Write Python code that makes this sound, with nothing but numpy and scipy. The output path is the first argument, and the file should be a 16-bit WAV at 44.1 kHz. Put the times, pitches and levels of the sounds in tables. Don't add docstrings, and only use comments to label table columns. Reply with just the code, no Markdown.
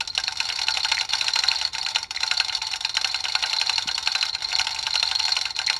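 import sys
import numpy as np
from scipy import signal
from scipy.fft import rfft, irfft
from scipy.io import wavfile
from scipy.ndimage import uniform_filter1d

SR = 44100
rng = np.random.default_rng(int(sys.argv[2]) if len(sys.argv) > 2 else 0)


def master_out(mix):
    frames = np.transpose(np.atleast_2d(mix))
    ceiling = np.clip(frames, -1, 1)
    pcm = np.round(ceiling * 32767).astype(np.int16)
    wavfile.write(sys.argv[1], SR, pcm)


N = 255339

# (s, peak dB, Hz)
PAWL = ([(.007, -12, 2700)] + [(0.177, -8.5, 2810), (0.2793, -12.5, 2630), (0.402, -10.5, 2640), (0.5003, -14, 2840),
                         (0.5876, -18.5, 2560), (0.6833, -9, 2770), (0.7711, -13.5, 2710), (0.847, -13.5, 2860),
                         (0.9203, -11, 2550), (1.0096, -12, 2730), (1.1338, -12, 2780), (1.2101, -15.5, 2640),
                         (1.2815, -10, 2800), (1.3603, -12, 2850), (1.4361, -10, 2840), (1.5145, -11.5, 2650),
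                         (1.6132, -15.5, 2800)] + [(1.7497, -17, 2660)]
        + [(1.8632, -15.5, 2600), (1.9585, -10, 2800), (2.1076, -19.5, 2550), (2.2314, -11, 2600), (2.3122, -9.5, 2700),
           (2.3995, -8.5, 2770), (2.4953, -16.5, 2900), (2.6155, -21, 2580), (2.7367, -14.5, 2670), (2.8479, -13.5, 2670),
           (2.9687, -9, 2850), (3.045, -10, 2620), (3.1438, -16, 2640), (3.2535, -13, 2850), (3.3513, -10, 2720),
           (3.4371, -10, 2790), (3.5304, -13, 2770), (3.6132, -11.5, 2820), (3.6945, -10, 2720), (3.7803, -10.5, 2760),
           (3.8876, -12.5, 2840), (3.9784, -17, 2830), (4.0732, -9.5, 2670), (4.151, -9, 2610), (4.2273, -10, 2810),
           (4.3515, -18.5, 2560), (4.5177, -19, 2630), (4.5945, -9.5, 2720), (4.6688, -12, 2820), (4.7616, -19.5, 2620),
           (4.8664, -12.5, 2800), (4.9547, -9.5, 2800), (5.0275, -10, 2680), (5.1128, -13, 2760), (5.1991, -13, 2850),
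           (5.2809, -14, 2840), (5.3662, -9.5, 2760), (5.454, -14.5, 2650), (5.5892, -11, 2740), (5.699, -11.5, 2600)])
# (s, peak dB, Hz, t60 s)
LINKS = [(.009, -14.5, 4110, 0.019)] + [(0.0767, -23, 4070, 0.03), (0.0992, -20.5, 4210, 0.041), (0.1501, -20, 4170, 0.02),
                         (0.1785, -12.5, 4130, 0.015), (0.2384, -16, 4240, 0.023), (0.2718, -19, 4320, 0.034),
                         (0.2798, -16, 4000, 0.021), (0.3232, -28, 4300, 0.027), (0.3601, -25, 4270, 0.022),
                         (0.3731, -21, 4200, 0.024), (0.4025, -23, 4400, 0.022), (0.403, -15, 4130, 0.024),
                         (0.4544, -19, 4280, 0.021), (0.4898, -22, 4650, 0.024), (0.5018, -18, 4120, 0.028),
                         (0.5252, -20, 4370, 0.032), (0.5601, -26, 3900, 0.024), (0.5601, -17, 4480, 0.018),
                         (0.5896, -20.5, 4040, 0.024), (0.6155, -17, 4230, 0.024), (0.6365, -18, 4300, 0.024),
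                         (0.6684, -20, 4100, 0.024), (0.6848, -13, 4040, 0.018), (0.7068, -18, 4400, 0.033),
                         (0.7213, -17, 4300, 0.024), (0.7397, -18, 4100, 0.027), (0.7721, -17, 4020, 0.028),
                         (0.7946, -32, 4290, 0.024), (0.8026, -20, 4090, 0.033), (0.8305, -18, 4340, 0.027),
                         (0.848, -15.5, 4220, 0.044), (0.8849, -21, 4300, 0.024), (0.9218, -12.5, 4280, 0.027),
                         (0.9487, -18, 4180, 0.027), (0.9847, -22, 4350, 0.028), (0.9971, -15, 4240, 0.022),
                         (1.0111, -14.5, 4080, 0.022), (1.0291, -37, 4250, 0.021), (1.0505, -28, 4440, 0.022),
                         (1.0924, -22, 4350, 0.024), (1.1059, -16.5, 4270, 0.02), (1.1353, -15, 4120, 0.024),
                         (1.1538, -17, 4300, 0.021), (1.1822, -20, 4530, 0.021), (1.2116, -18, 3950, 0.027),
                         (1.2116, -15, 4070, 0.02), (1.267, -16, 4210, 0.024), (1.283, -12.5, 4010, 0.024),
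                         (1.3044, -27, 4180, 0.024), (1.3354, -12, 4150, 0.029), (1.3588, -15.5, 4200, 0.052),
                         (1.3887, -9.5, 4140, 0.038), (1.4376, -11.5, 4000, 0.02), (1.4656, -19, 4100, 0.024),
                         (1.485, -5.5, 4230, 0.034), (1.516, -16, 4160, 0.024), (1.5574, -12, 4280, 0.035),
                         (1.5584, -12, 4370, 0.024), (1.6008, -23, 4300, 0.024), (1.6147, -15.5, 4090, 0.024),
                         (1.6501, -8, 4360, 0.015), (1.6746, -28, 4260, 0.024), (1.7325, -30, 4080, 0.024),
                         (1.733, -24, 4120, 0.024), (1.7514, -19, 4150, 0.016), (1.7828, -23, 4170, 0.024),
                         (1.8128, -19.5, 4410, 0.024), (1.8492, -17.5, 4120, 0.022), (1.8652, -19, 4300, 0.028),
                         (1.8876, -22, 4160, 0.022), (1.949, -16, 4250, 0.014), (1.9599, -13, 4110, 0.026),
                         (2.0178, -37, 4280, 0.024), (2.0288, -27.5, 4330, 0.042), (2.1081, -23, 4360, 0.032),
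                         (2.1485, -30, 4020, 0.024), (2.162, -20, 4100, 0.033), (2.2049, -20, 4100, 0.024),
                         (2.2328, -10.5, 4100, 0.019), (2.2757, -17, 4240, 0.033), (2.3136, -12.5, 4040, 0.028),
                         (2.3441, -21, 4150, 0.024), (2.37, -13, 4170, 0.024), (2.376, -13, 4440, 0.02),
                         (2.4004, -12, 4250, 0.034), (2.4468, -18.5, 4140, 0.024), (2.4843, -16, 4230, 0.024),
                         (2.4972, -17.5, 4110, 0.02), (2.5252, -22, 4120, 0.024), (2.5501, -11.5, 4390, 0.033),
                         (2.6174, -18, 4070, 0.027), (2.6509, -22, 4370, 0.019), (2.6678, -16.5, 4240, 0.024),
                         (2.7038, -23, 4380, 0.029), (2.7127, -24, 4100, 0.026), (2.7322, -18.5, 4100, 0.032),
                         (2.806, -23, 4000, 0.024), (2.8494, -16.5, 4190, 0.028), (2.8769, -40, 4300, 0.024),
                         (2.8938, -18.5, 4130, 0.022), (2.9422, -18, 4200, 0.016), (2.9696, -11, 4080, 0.022),
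                         (3.0126, -14, 4120, 0.022), (3.0465, -10.5, 4250, 0.024), (3.0724, -24, 4230, 0.029),
                         (3.0984, -18.5, 4170, 0.034), (3.1118, -19, 4370, 0.037), (3.1323, -40, 4040, 0.024),
                         (3.1453, -14, 4090, 0.028), (3.1592, -16, 4310, 0.027), (3.2041, -22, 4260, 0.024),
                         (3.24, -20, 4050, 0.04), (3.2844, -15.5, 4300, 0.024), (3.3209, -18, 4200, 0.021),
                         (3.3528, -21, 4050, 0.024), (3.3533, -14, 4310, 0.05), (3.4256, -14.5, 4240, 0.029),
                         (3.4386, -14, 4090, 0.03), (3.4965, -18, 4240, 0.024), (3.5349, -12, 4170, 0.03),
                         (3.5538, -30, 4370, 0.024), (3.5658, -15, 4100, 0.033), (3.5857, -11, 4130, 0.03),
                         (3.6147, -13.5, 4190, 0.046), (3.6691, -13.5, 4230, 0.032), (3.696, -14.5, 4120, 0.03),
                         (3.7344, -16, 4090, 0.037), (3.7579, -12, 4350, 0.02), (3.7818, -12, 4170, 0.021),
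                         (3.8257, -31, 4150, 0.021), (3.8736, -22, 4370, 0.021), (3.8891, -15, 4160, 0.024),
                         (3.9145, -22.5, 4180, 0.03), (3.9454, -15, 4390, 0.035), (3.9799, -19, 4090, 0.032),
                         (4.0257, -24, 4280, 0.024), (4.0602, -15, 4350, 0.026), (4.0746, -10, 4130, 0.017),
                         (4.117, -12, 4320, 0.013), (4.1525, -12, 4070, 0.041), (4.2103, -9, 4180, 0.019),
                         (4.2283, -13.5, 4080, 0.031), (4.2642, -20, 4120, 0.024), (4.2956, -15, 4050, 0.017),
                         (4.3291, -20, 4200, 0.031), (4.3495, -16.5, 4200, 0.021), (4.3829, -27.5, 4020, 0.036),
                         (4.4204, -29, 3960, 0.027), (4.4204, -22, 4300, 0.024), (4.4458, -11, 4170, 0.019),
                         (4.4762, -36, 4200, 0.024), (4.4862, -22, 4230, 0.024), (4.5032, -24, 4060, 0.024),
                         (4.5286, -19.5, 4350, 0.07), (4.5531, -11.5, 4300, 0.011), (4.586, -15.5, 4180, 0.037),
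                         (4.6154, -14.5, 4260, 0.02), (4.6468, -26, 4340, 0.024), (4.6698, -25, 3800, 0.024),
                         (4.6703, -18, 4160, 0.024), (4.7082, -29, 4300, 0.024), (4.7282, -27, 4160, 0.024),
                         (4.7461, -23, 4180, 0.024), (4.7895, -18.5, 4100, 0.029), (4.8279, -19.5, 4050, 0.02),
                         (4.8499, -38, 4250, 0.019), (4.8678, -13.5, 4060, 0.021), (4.9072, -26, 4020, 0.024),
                         (4.9072, -15, 4160, 0.024), (4.9312, -15, 4130, 0.026), (4.9561, -10, 4200, 0.027),
                         (4.9751, -14.5, 4160, 0.041), (4.997, -13, 4210, 0.03), (5.0285, -10, 4150, 0.024),
                         (5.0534, -18, 4150, 0.024), (5.0759, -12, 4180, 0.018), (5.1143, -16, 4220, 0.021),
                         (5.1507, -17, 4090, 0.024), (5.1572, -10.5, 4260, 0.028), (5.2006, -17, 4110, 0.024),
                         (5.2011, -18, 4270, 0.024), (5.2295, -21, 4330, 0.016), (5.24, -17, 4250, 0.03),
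                         (5.252, -14.5, 4250, 0.072), (5.3188, -16, 4440, 0.024), (5.3208, -10, 4200, 0.045),
                         (5.3677, -12.5, 4180, 0.024), (5.3892, -21, 4100, 0.026), (5.4136, -17, 4080, 0.041),
                         (5.4565, -16.5, 4170, 0.024), (5.5064, -21.5, 4190, 0.028), (5.5493, -24, 4230, 0.031),
                         (5.5633, -18, 4150, 0.033), (5.5907, -15, 4060, 0.021), (5.6156, -24, 4280, 0.024),
                         (5.6431, -19, 4240, 0.027), (5.669, -10.5, 4180, 0.029), (5.6984, -13, 4210, 0.033),
                         (5.7404, -19.5, 4170, 0.037), (5.7638, -20, 4300, 0.028)]
# (s, peak dB, Hz)
CHIRPS = [(0.9702, -16, 2000), (0.9802, -11, 1820), (2.0443, -26.5, 2000), (2.173, -14.5, 1880), (5.678, -14.5, 1900),
          (5.688, -14, 1900)]
# (s, peak dB)
BUMPS = [(0.437, -43), (3.857, -37), (3.874, -39)]
# (s, rattle dB)
PULL = [(0.0, -38.5), (0.09, -50), (0.37, -41.5), (0.66, -40), (1.5, -37.5), (1.95, -46), (2.14, -45), (2.35, -42),
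        (2.63, -39.5), (2.74, -44), (3.42, -39.5), (4.14, -39.5), (4.27, -41), (4.47, -42), (4.58, -42), (5.22, -39),
        (5.64, -43.5), (5.79, -41.5)]
# (Hz, dB, t60 s)
CASING = [(410, -20, 0.017), (514.6, -20.5, 0.16), (634, -17.5, 0.17), (770.4, -8.5, 0.16), (874, -2, 0.077), (915, -1.5, 0.05), (1053, -20, 0.28),
          (1167, -20.5, 0.17), (1330, -13.5, 0.12), (1434, -3, 0.063), (1571.5, -8.5, 0.073), (1836, -19, 0.27), (2073, 1.5, 0.016),
          (2131, 3.5, 0.021), (2485, 0.5, 0.025), (2864, 2, 0.031)]
# (Hz, dB, t60 s)
GUARD = [(3485, -2.5, 0.036), (3662, 1, 0.036), (3680, -5.5, 0.036), (3920, -5, 0.025)]
# (Hz, dB, t60 s)
UPPER = [(4685, 3.5, 0.0067), (5490, -2, 0.0073), (5575, -0.5, 0.051), (6010, -14, 0.038), (7050, -26, 0.0067), (7050, -4, 0.019), (7230, -7.5, 0.013),
         (7300, -34, 0.019), (8180, -17, 0.042), (9550, -26, 0.062), (9310, -15, 0.057), (10150, -25, 0.054), (10600, -21, 0.09),
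         (11490, -21, 0.056), (12600, -27, 0.022), (13800, -44, .015), (15200, -34, .01)]
# (Hz, dB, t60 s)
SLACK = [(4000, 8, 0.016), (4160, 3, 0.067), (4114, 10, 0.062), (4360, 9, 0.032), (4420, 9.5, 0.061), (4900, -12, 0.06), (4290, -10.5, 0.13), (4940, -1, 0.027)]
TOP_HZ = 15900
# (s, treble peak dB, casing against treble dB, guard against treble dB)
KNOCKS = [(.005, -18.5, -6.5, -0.5)] + [(0.0747, -22.5, -5.5, -9), (0.1511, -21.5, -5.5, -3), (0.177, -16.5, -2, -1), (0.1989, -21.5, -3, -8),
                         (0.2369, -21, -1, -3), (0.2788, -21, -4, 0), (0.3217, -21, -1.5, -12),
                         (0.3561, -30, 3, -15), (0.3711, -21, -8, -5), (0.4015, -16, -14, -1),
                         (0.4524, -23.5, -4, -8), (0.4883, -18.5, 1, 1), (0.5232, -20.5, 1.5, -10),
                         (0.5576, -20.5, -6, -7), (0.5906, -20, -1, -9), (0.5911, -23, 1, -9), (0.616, -19, -1, 3),
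                         (0.6694, -22, -4, 2), (0.6833, -17.5, -5, -7), (0.7058, -20, -6, -8), (0.7387, -22, -14, -4),
                         (0.7711, -15.5, 2.5, -4), (0.8315, -22, -6, -5), (0.8465, -16.5, 2.5, -3),
                         (0.8859, -21, -1, -11), (0.9163, -14.5, 3.5, 1), (0.9443, -19, -4, -7),
                         (0.9677, -23, -6, -10), (0.9862, -21, -8, -7), (1.0096, -17.5, -4, -3),
                         (1.049, -25, 2, -17), (1.0904, -36, -1, -1), (1.0904, -23.5, -3, -7), (1.1338, -16, 2, 0),
                         (1.1523, -20, -3, -11), (1.1827, -21, -7, -10), (1.2101, -17, -3, -6), (1.281, -17, -5, 2),
                         (1.281, -21, -3, -5), (1.3029, -29, -6, -3), (1.3344, -20, -11, -6), (1.3568, -15, 3, -3),
                         (1.3892, -15, -2.5, -8), (1.4237, -32, -7, -11), (1.4361, -16.5, 4, -5), (1.4546, -26, -8, 0),
                         (1.48, -18.5, -1, 3), (1.514, -19, -2, -3), (1.5479, -21, 0, -3), (1.5863, -22.5, -11, -6),
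                         (1.6127, -20.5, 1, 0), (1.6247, -24, 0, -5), (1.6496, -21.5, 3, -2), (1.6731, -29, -3, -2),
                         (1.731, -24, -7, -4), (1.7499, -26, -8, -2), (1.7818, -19, 0.5, -16), (1.8287, -21.5, -2, -6),
                         (1.8627, -21.5, 2, 4), (1.8856, -21, -0.5, -7), (1.9046, -25, -11, -2), (1.948, -21, 0, -3),
                         (1.9579, -17, 2.5, -1), (1.9834, -21, 0, -11), (2.0288, -21.5, -1, -13),
                         (2.1076, -19, -6, -6), (2.1475, -27.5, 2, -2), (2.2049, -21, -0.5, -2), (2.2308, -16, -2, 1),
                         (2.2638, -19.5, -5, -9), (2.2777, -24, -5, 0), (2.3116, -15, 2.5, -3), (2.3371, -20, -2, -11),
                         (2.3745, -21, 2, -1), (2.3989, -15.5, -4, -3), (2.4463, -20.5, -6, -1), (2.4823, -20.5, -2, -8),
                         (2.5247, -24, 3, 0), (2.5486, -18, -6, 2), (2.6189, -19.5, -0.5, -8), (2.6683, -21, -12, -8),
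                         (2.7137, -20.5, -1, -7), (2.7362, -21.5, -4, -4), (2.7576, -18, -4, -5), (2.8065, -21, -2, 5),
                         (2.8479, -18, -20, 3), (2.8933, -23, -3, 3), (2.9497, -19.5, -5, -1), (2.9682, -15, -5, -1),
                         (3.0126, -18, -1, -5), (3.0445, -15, 0.5, 2), (3.0734, -19, -5, -6), (3.1138, -25, -15, -10),
                         (3.1433, -21, 2, -3), (3.1597, -24, -6, -5), (3.1802, -47, -3, -8), (3.2041, -21.5, -4, -5),
                         (3.2405, -18, -3, -8), (3.2829, -20.5, 2, -6), (3.3223, -23, -11, -4), (3.3508, -16, -1, -3),
                         (3.4251, -19, 4.5, 1), (3.4585, -19.5, -2, -5), (3.4974, -23, -12, -2), (3.5299, -18.5, 0, 2),
                         (3.5633, -22, 3, -5), (3.5972, -21, -8, -3), (3.6132, -15.5, 2, -2), (3.6606, -23, -3, -1),
                         (3.6945, -16.5, 4, 1), (3.7274, -22, -4, -8), (3.7584, -27, -3, -3), (3.7798, -16.5, -8, 0),
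                         (3.8227, -23.5, -10, -6), (3.8776, -20, -2, -1), (3.9125, -22, 1.5, -4), (3.9509, -22, -14, -5),
                         (3.9784, -17, 1.5, -11), (4.0267, -22.5, -9, -12), (4.0607, -23, -1, -2), (4.0731, -17, -3, 1),
                         (4.1205, -20, -7, -3), (4.1505, -16, -3.5, -2), (4.1804, -22.5, -5, -4),
                         (4.2108, -23, -10, -2), (4.2268, -18, -3, -1), (4.2527, -20.5, 3, -6), (4.2857, -25, 1, -5),
                         (4.3286, -35, -1, -7), (4.3475, -23.5, 1, -1), (4.4218, -21.5, 0.5, -10), (4.4398, -30, 0, -7),
                         (4.4862, -24, -5, -5), (4.5271, -21.5, 8, 4), (4.5605, -21.5, 4, 2), (4.594, -16, 2, -4),
                         (4.6109, -18.5, 3, -10), (4.6453, -23.5, -1, -3), (4.6688, -19, 3, -1),
                         (4.7067, -22.5, -1, -7), (4.7461, -20, -3, -4), (4.788, -21.5, 0.5, -6), (4.8269, -21, -8, -1),
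                         (4.8668, -19, -4, -4), (4.8948, -37, -3, -9), (4.9057, -27, -7, -5), (4.9392, -19, -1, -7),
                         (4.9546, -15.5, -11, 3), (4.997, -21, -3, -3), (5.027, -15.5, 0, 2), (5.0599, -30, -11, -6),
                         (5.0883, -25, -17, -3), (5.1123, -20, -5, -3), (5.1512, -20.5, -5, 3), (5.1936, -18, -2, -6),
                         (5.228, -22, -6, -2), (5.252, -17, -3, -2), (5.2809, -22, 4, 3), (5.2919, -21.5, 2, -1),
                         (5.3208, -19, 1, -4), (5.3537, -23, -3, 1), (5.3657, -17, -7, -6), (5.3867, -23, -3, -1),
                         (5.4121, -17, -4, -3), (5.4535, -21, -2, -4), (5.5044, -24.5, -2, -12),
                         (5.5488, -48, -3, -3), (5.5638, -22, -4, 0), (5.5887, -19.5, -7.5, -5), (5.6156, -26, 6, -2),
                         (5.6635, -17, -9, -10), (5.6755, -26, -3, -5), (5.6984, -15.5, 3.5, 5), (5.7289, -19.5, 1, 1),
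                         (5.7643, -22.5, -1, -9)] + [
    (.428, -25, -7, -5), (.632, -23, -8, -5), (.797, -24, -8, -8), (1.125, -27, -6, -8), (1.243, -20, 0, -4), (1.27, -29, -4, -6),
    (2.161, -25, -1, -2), (2.57, -25, -10, -2), (3.39, -25, -4, -5), (3.419, -26, -2, -5), (3.872, -26, -4, -5), (4.384, -34, -3, -3),
    (4.505, -26, -6, -3), (4.587, -19, -2, 1)]
TOWN = [(20, -19), (35, -11), (55, 1.5), (73, 2.5), (100, -2), (150, -9), (250, -15.5), (400, -12), (600, -26), (1200, -48), (6000, -90)]  # (Hz, dB per Hz)
# (Hz, dB, t60 s)
ARM = [(1443, 0.5, 0.052), (1568, -1.5, 0.08)]
# (s, rumble dB)
SWELL = [(0.0, -54), (1.34, -53.5), (2.71, -56), (3.47, -56), (3.81, -53.5), (4.19, -56.5), (4.53, -53), (5.26, -56.5),
         (5.79, -54)]
BOOM_DB = -5.5
RISE_S, RISE_AT_T60_S = 0.0006, 0.047
SETTLE_DB_PER_S, SETTLE_AFTER_S = 114, 0.0067
# (middle s, length s, depth dB)
LULLS = [(0.027, 0.03, 7), (0.12, 0.025, 3), (0.353, 0.04, 11), (0.653, 0.011, 12), (1.07, 0.054, 14), (1.711, 0.025, 15), (1.917, 0.016, -4),
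         (2.079, 0.09, 8.5), (2.6, 0.018, 11), (2.786, .03, 8), (2.925, 0.036, 5), (3.22, 0.033, 11), (3.855, .04, 5),
         (4.318, 0.025, 17), (4.37, 0.042, 15), (5.536, 0.042, 10.5)]


def undb(db):
    return 10 ** (np.asarray(db) / 20)


def strike(times, db, modes, contact_s, scatter_db, wobble=0., size=256):
    out, at = np.zeros(N), np.clip((np.asarray(times) * SR).astype(int), 0, N - 1)
    chance = rng.standard_normal((len(at), len(modes)))
    drift = uniform_filter1d(np.cumsum(rng.standard_normal(N)), size=20) / np.sqrt(SR)
    t = np.arange(size) / SR
    share = 1 / np.sqrt(np.sum(undb(np.array(modes)[:, 1]) ** 2))
    for k, (hz, mode_db, t60) in enumerate(modes):
        scrape = np.exp(-t / contact_s) * rng.standard_normal((len(at), size))
        scrape /= np.abs(scrape @ np.exp(-2j * np.pi * hz * t))[:, None] + .5 * np.sqrt(contact_s * SR / 2)
        push = np.zeros(N + size)
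        np.add.at(push, at[:, None] + np.arange(size), scrape * undb(db + scatter_db * chance[:, k])[:, None])
        pole = np.exp(2j * np.pi * hz / SR - np.log(1000) / (t60 * SR))
        ring = signal.lfilter([1], [1, -pole], push[:N])
        if wobble:
            ring = ring * np.exp(1j * np.sqrt(2 * np.pi * wobble * hz) * np.roll(drift, k * N // len(modes)))
        out += share * undb(mode_db) * ring.imag
    return out


def pings(times, db, hz, t60, rise_s, glide=0., partner=0., partner_hz=0.):
    out, t = np.zeros(N + 2800), np.arange(2800) / SR
    chance = rng.random((len(times), 3))
    for s, d, f, ring, rise, a, b, c in np.broadcast(times, db, hz, t60, rise_s, *chance.T):
        shape = (1 - np.exp(-t / max(rise, 1e-4))) ** 2 * 1000. ** (-t / max(ring, .003))
        turn = 2 * np.pi * f * (t + glide * ring * np.exp(-5 * t / ring))
        tone = np.sin(turn + 2 * np.pi * a) + partner * np.sin(turn + 2 * np.pi * ((2 * b - 1) * partner_hz * t + c))
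        out[int(s * SR):][:len(t)] += undb(d) * shape / shape.max() * tone
    return out[:N]


def pawl(touch_s=.003, bounce_s=.008):
    s, db, hz = np.transpose(PAWL)
    return (pings(s + 0.00035, db + 0.5, hz, 0.0044, rise_s=0.0008) + crack(s - touch_s, db - 17, decay_s=0.0016, hz=5000.)
            + strike(s, db + BOOM_DB, CASING, contact_s=0.0033, scatter_db=1.5, wobble=0.00404)
            + strike(s + bounce_s, db - 10.5, ARM, contact_s=0.0012, scatter_db=2.0, wobble=0.00796))


def links(rough=0.34):
    s, db, hz, t60 = np.transpose(LINKS)
    flutter = uniform_filter1d(uniform_filter1d(rng.standard_normal(N), size=50), size=50)
    return (pings(s, db, hz, t60, RISE_S * np.sqrt(np.abs(t60) / RISE_AT_T60_S), partner=0.13, partner_hz=330.0)
            * (1 + rough * flutter / np.std(flutter)))


def rattle(count=2600):
    chance = rng.random((count, 2))
    s = chance[:, 0] * N / SR
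    size_db = np.minimum(-3 * np.log(chance[:, 1]), 10)
    shaken = np.sort(np.append(0, np.array(KNOCKS)[:, 0]))
    since_s = s - shaken[np.searchsorted(shaken, s, side="right") - 1]
    db = np.interp(s, *np.transpose(PULL)) + size_db - SETTLE_DB_PER_S * np.maximum(since_s - SETTLE_AFTER_S, 0)
    middle, length, depth_db = np.transpose(LULLS)[:, :, None]
    db = db - np.sum(depth_db * np.exp(-(2 * (s - middle) / length) ** 4), axis=0)
    scatter_db = 4
    return (strike(s, db + 4.5, SLACK, 0.00042, scatter_db, wobble=0.005975, size=48)
            + strike(s, db + 2.5, CASING, 0.00038, scatter_db, wobble=0.0125, size=48)
            + strike(s, db + 1.5, GUARD, 0.00019, scatter_db, size=48)
            + strike(s, db + 2.0, UPPER, 0.00093, scatter_db, wobble=0.015, size=48)
            + crack(s, db - 9.0, decay_s=0.0012, hz=6000.0))


def chirps():
    s, db, hz = np.transpose(CHIRPS)
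    return pings(s, db, hz, 0.0082, rise_s=0.00028, glide=-0.048, partner=0.15, partner_hz=394.0)


def bumps():
    s, db = np.transpose(BUMPS)
    return pings(s, db, 150.0, 0.024, rise_s=0.001, glide=-0.011, partner=0.94, partner_hz=121.0)


def town():
    hz = np.maximum(np.fft.rfftfreq(N, 1 / SR), 1)
    colour = undb(np.interp(np.log(hz), np.log(np.array(TOWN)[:, 0]), np.array(TOWN)[:, 1]))
    rumble = irfft(rfft(rng.standard_normal(N)) * colour, N)
    hiss = irfft(rfft(rng.standard_normal(N)) / (1 + (hz / 4000) ** 3), N)
    return rumble / np.std(rumble) * undb(np.interp(np.arange(N) / SR, *np.transpose(SWELL))) + undb(-57.5) * hiss


def yard(x, t60=0.12, wet_db=-13.0, far_t60=0.18, far_db=-21):
    t = np.arange(int(.4 * SR)) / SR
    near, far = (rng.standard_normal(len(t)) * 1000. ** (-t / ring) * (t > .004) for ring in (t60, far_t60))
    tail = undb(wet_db) * near / np.linalg.norm(near) + undb(far_db) * far / np.linalg.norm(far)
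    return x + signal.fftconvolve(x, tail)[:N]


def crack(times, db, decay_s, hz):
    t, out = np.arange(1500) / SR, np.zeros(N + 1500)
    np.add.at(out, (times * SR).astype(int), undb(db))
    burst = signal.fftconvolve(out, np.exp(-t / decay_s))[:N] * rng.standard_normal(N)
    return signal.sosfilt(signal.butter(2, [hz / 2, hz], "band", fs=SR, output="sos"), burst)


def knocks():
    s, db, casing_db, guard_db = np.transpose(KNOCKS)
    return (strike(s, db + 4.0, UPPER, contact_s=0.0067, scatter_db=0.5, wobble=0.01563) + crack(s, db - 1.5, decay_s=0.0064, hz=5900.0)
            + strike(s, db + casing_db, CASING, contact_s=0.003, scatter_db=0.0, wobble=0.0039)
            + strike(s, db + guard_db, GUARD, contact_s=0.0031, scatter_db=3.0))


def radiate(x, low_hz=473.0, high_hz=8980.0, ground_hz=551.6):
    x = signal.sosfilt(signal.butter(4, low_hz, "high", fs=SR, output="sos"), x)
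    x = signal.lfilter(*signal.iirnotch(ground_hz, 4.5, fs=SR), x)
    return signal.sosfilt(signal.butter(2, high_hz, fs=SR, output="sos"), x)


def scene():
    hoist = radiate(pawl() + links() + knocks() + rattle() + chirps())
    return (yard(hoist) + bumps() + town())[None]


def record(dry):
    return signal.sosfilt(signal.ellip(10, .2, 70, TOP_HZ, fs=SR, output="sos"), dry)


dry = scene()
out = record(dry)
master_out(out)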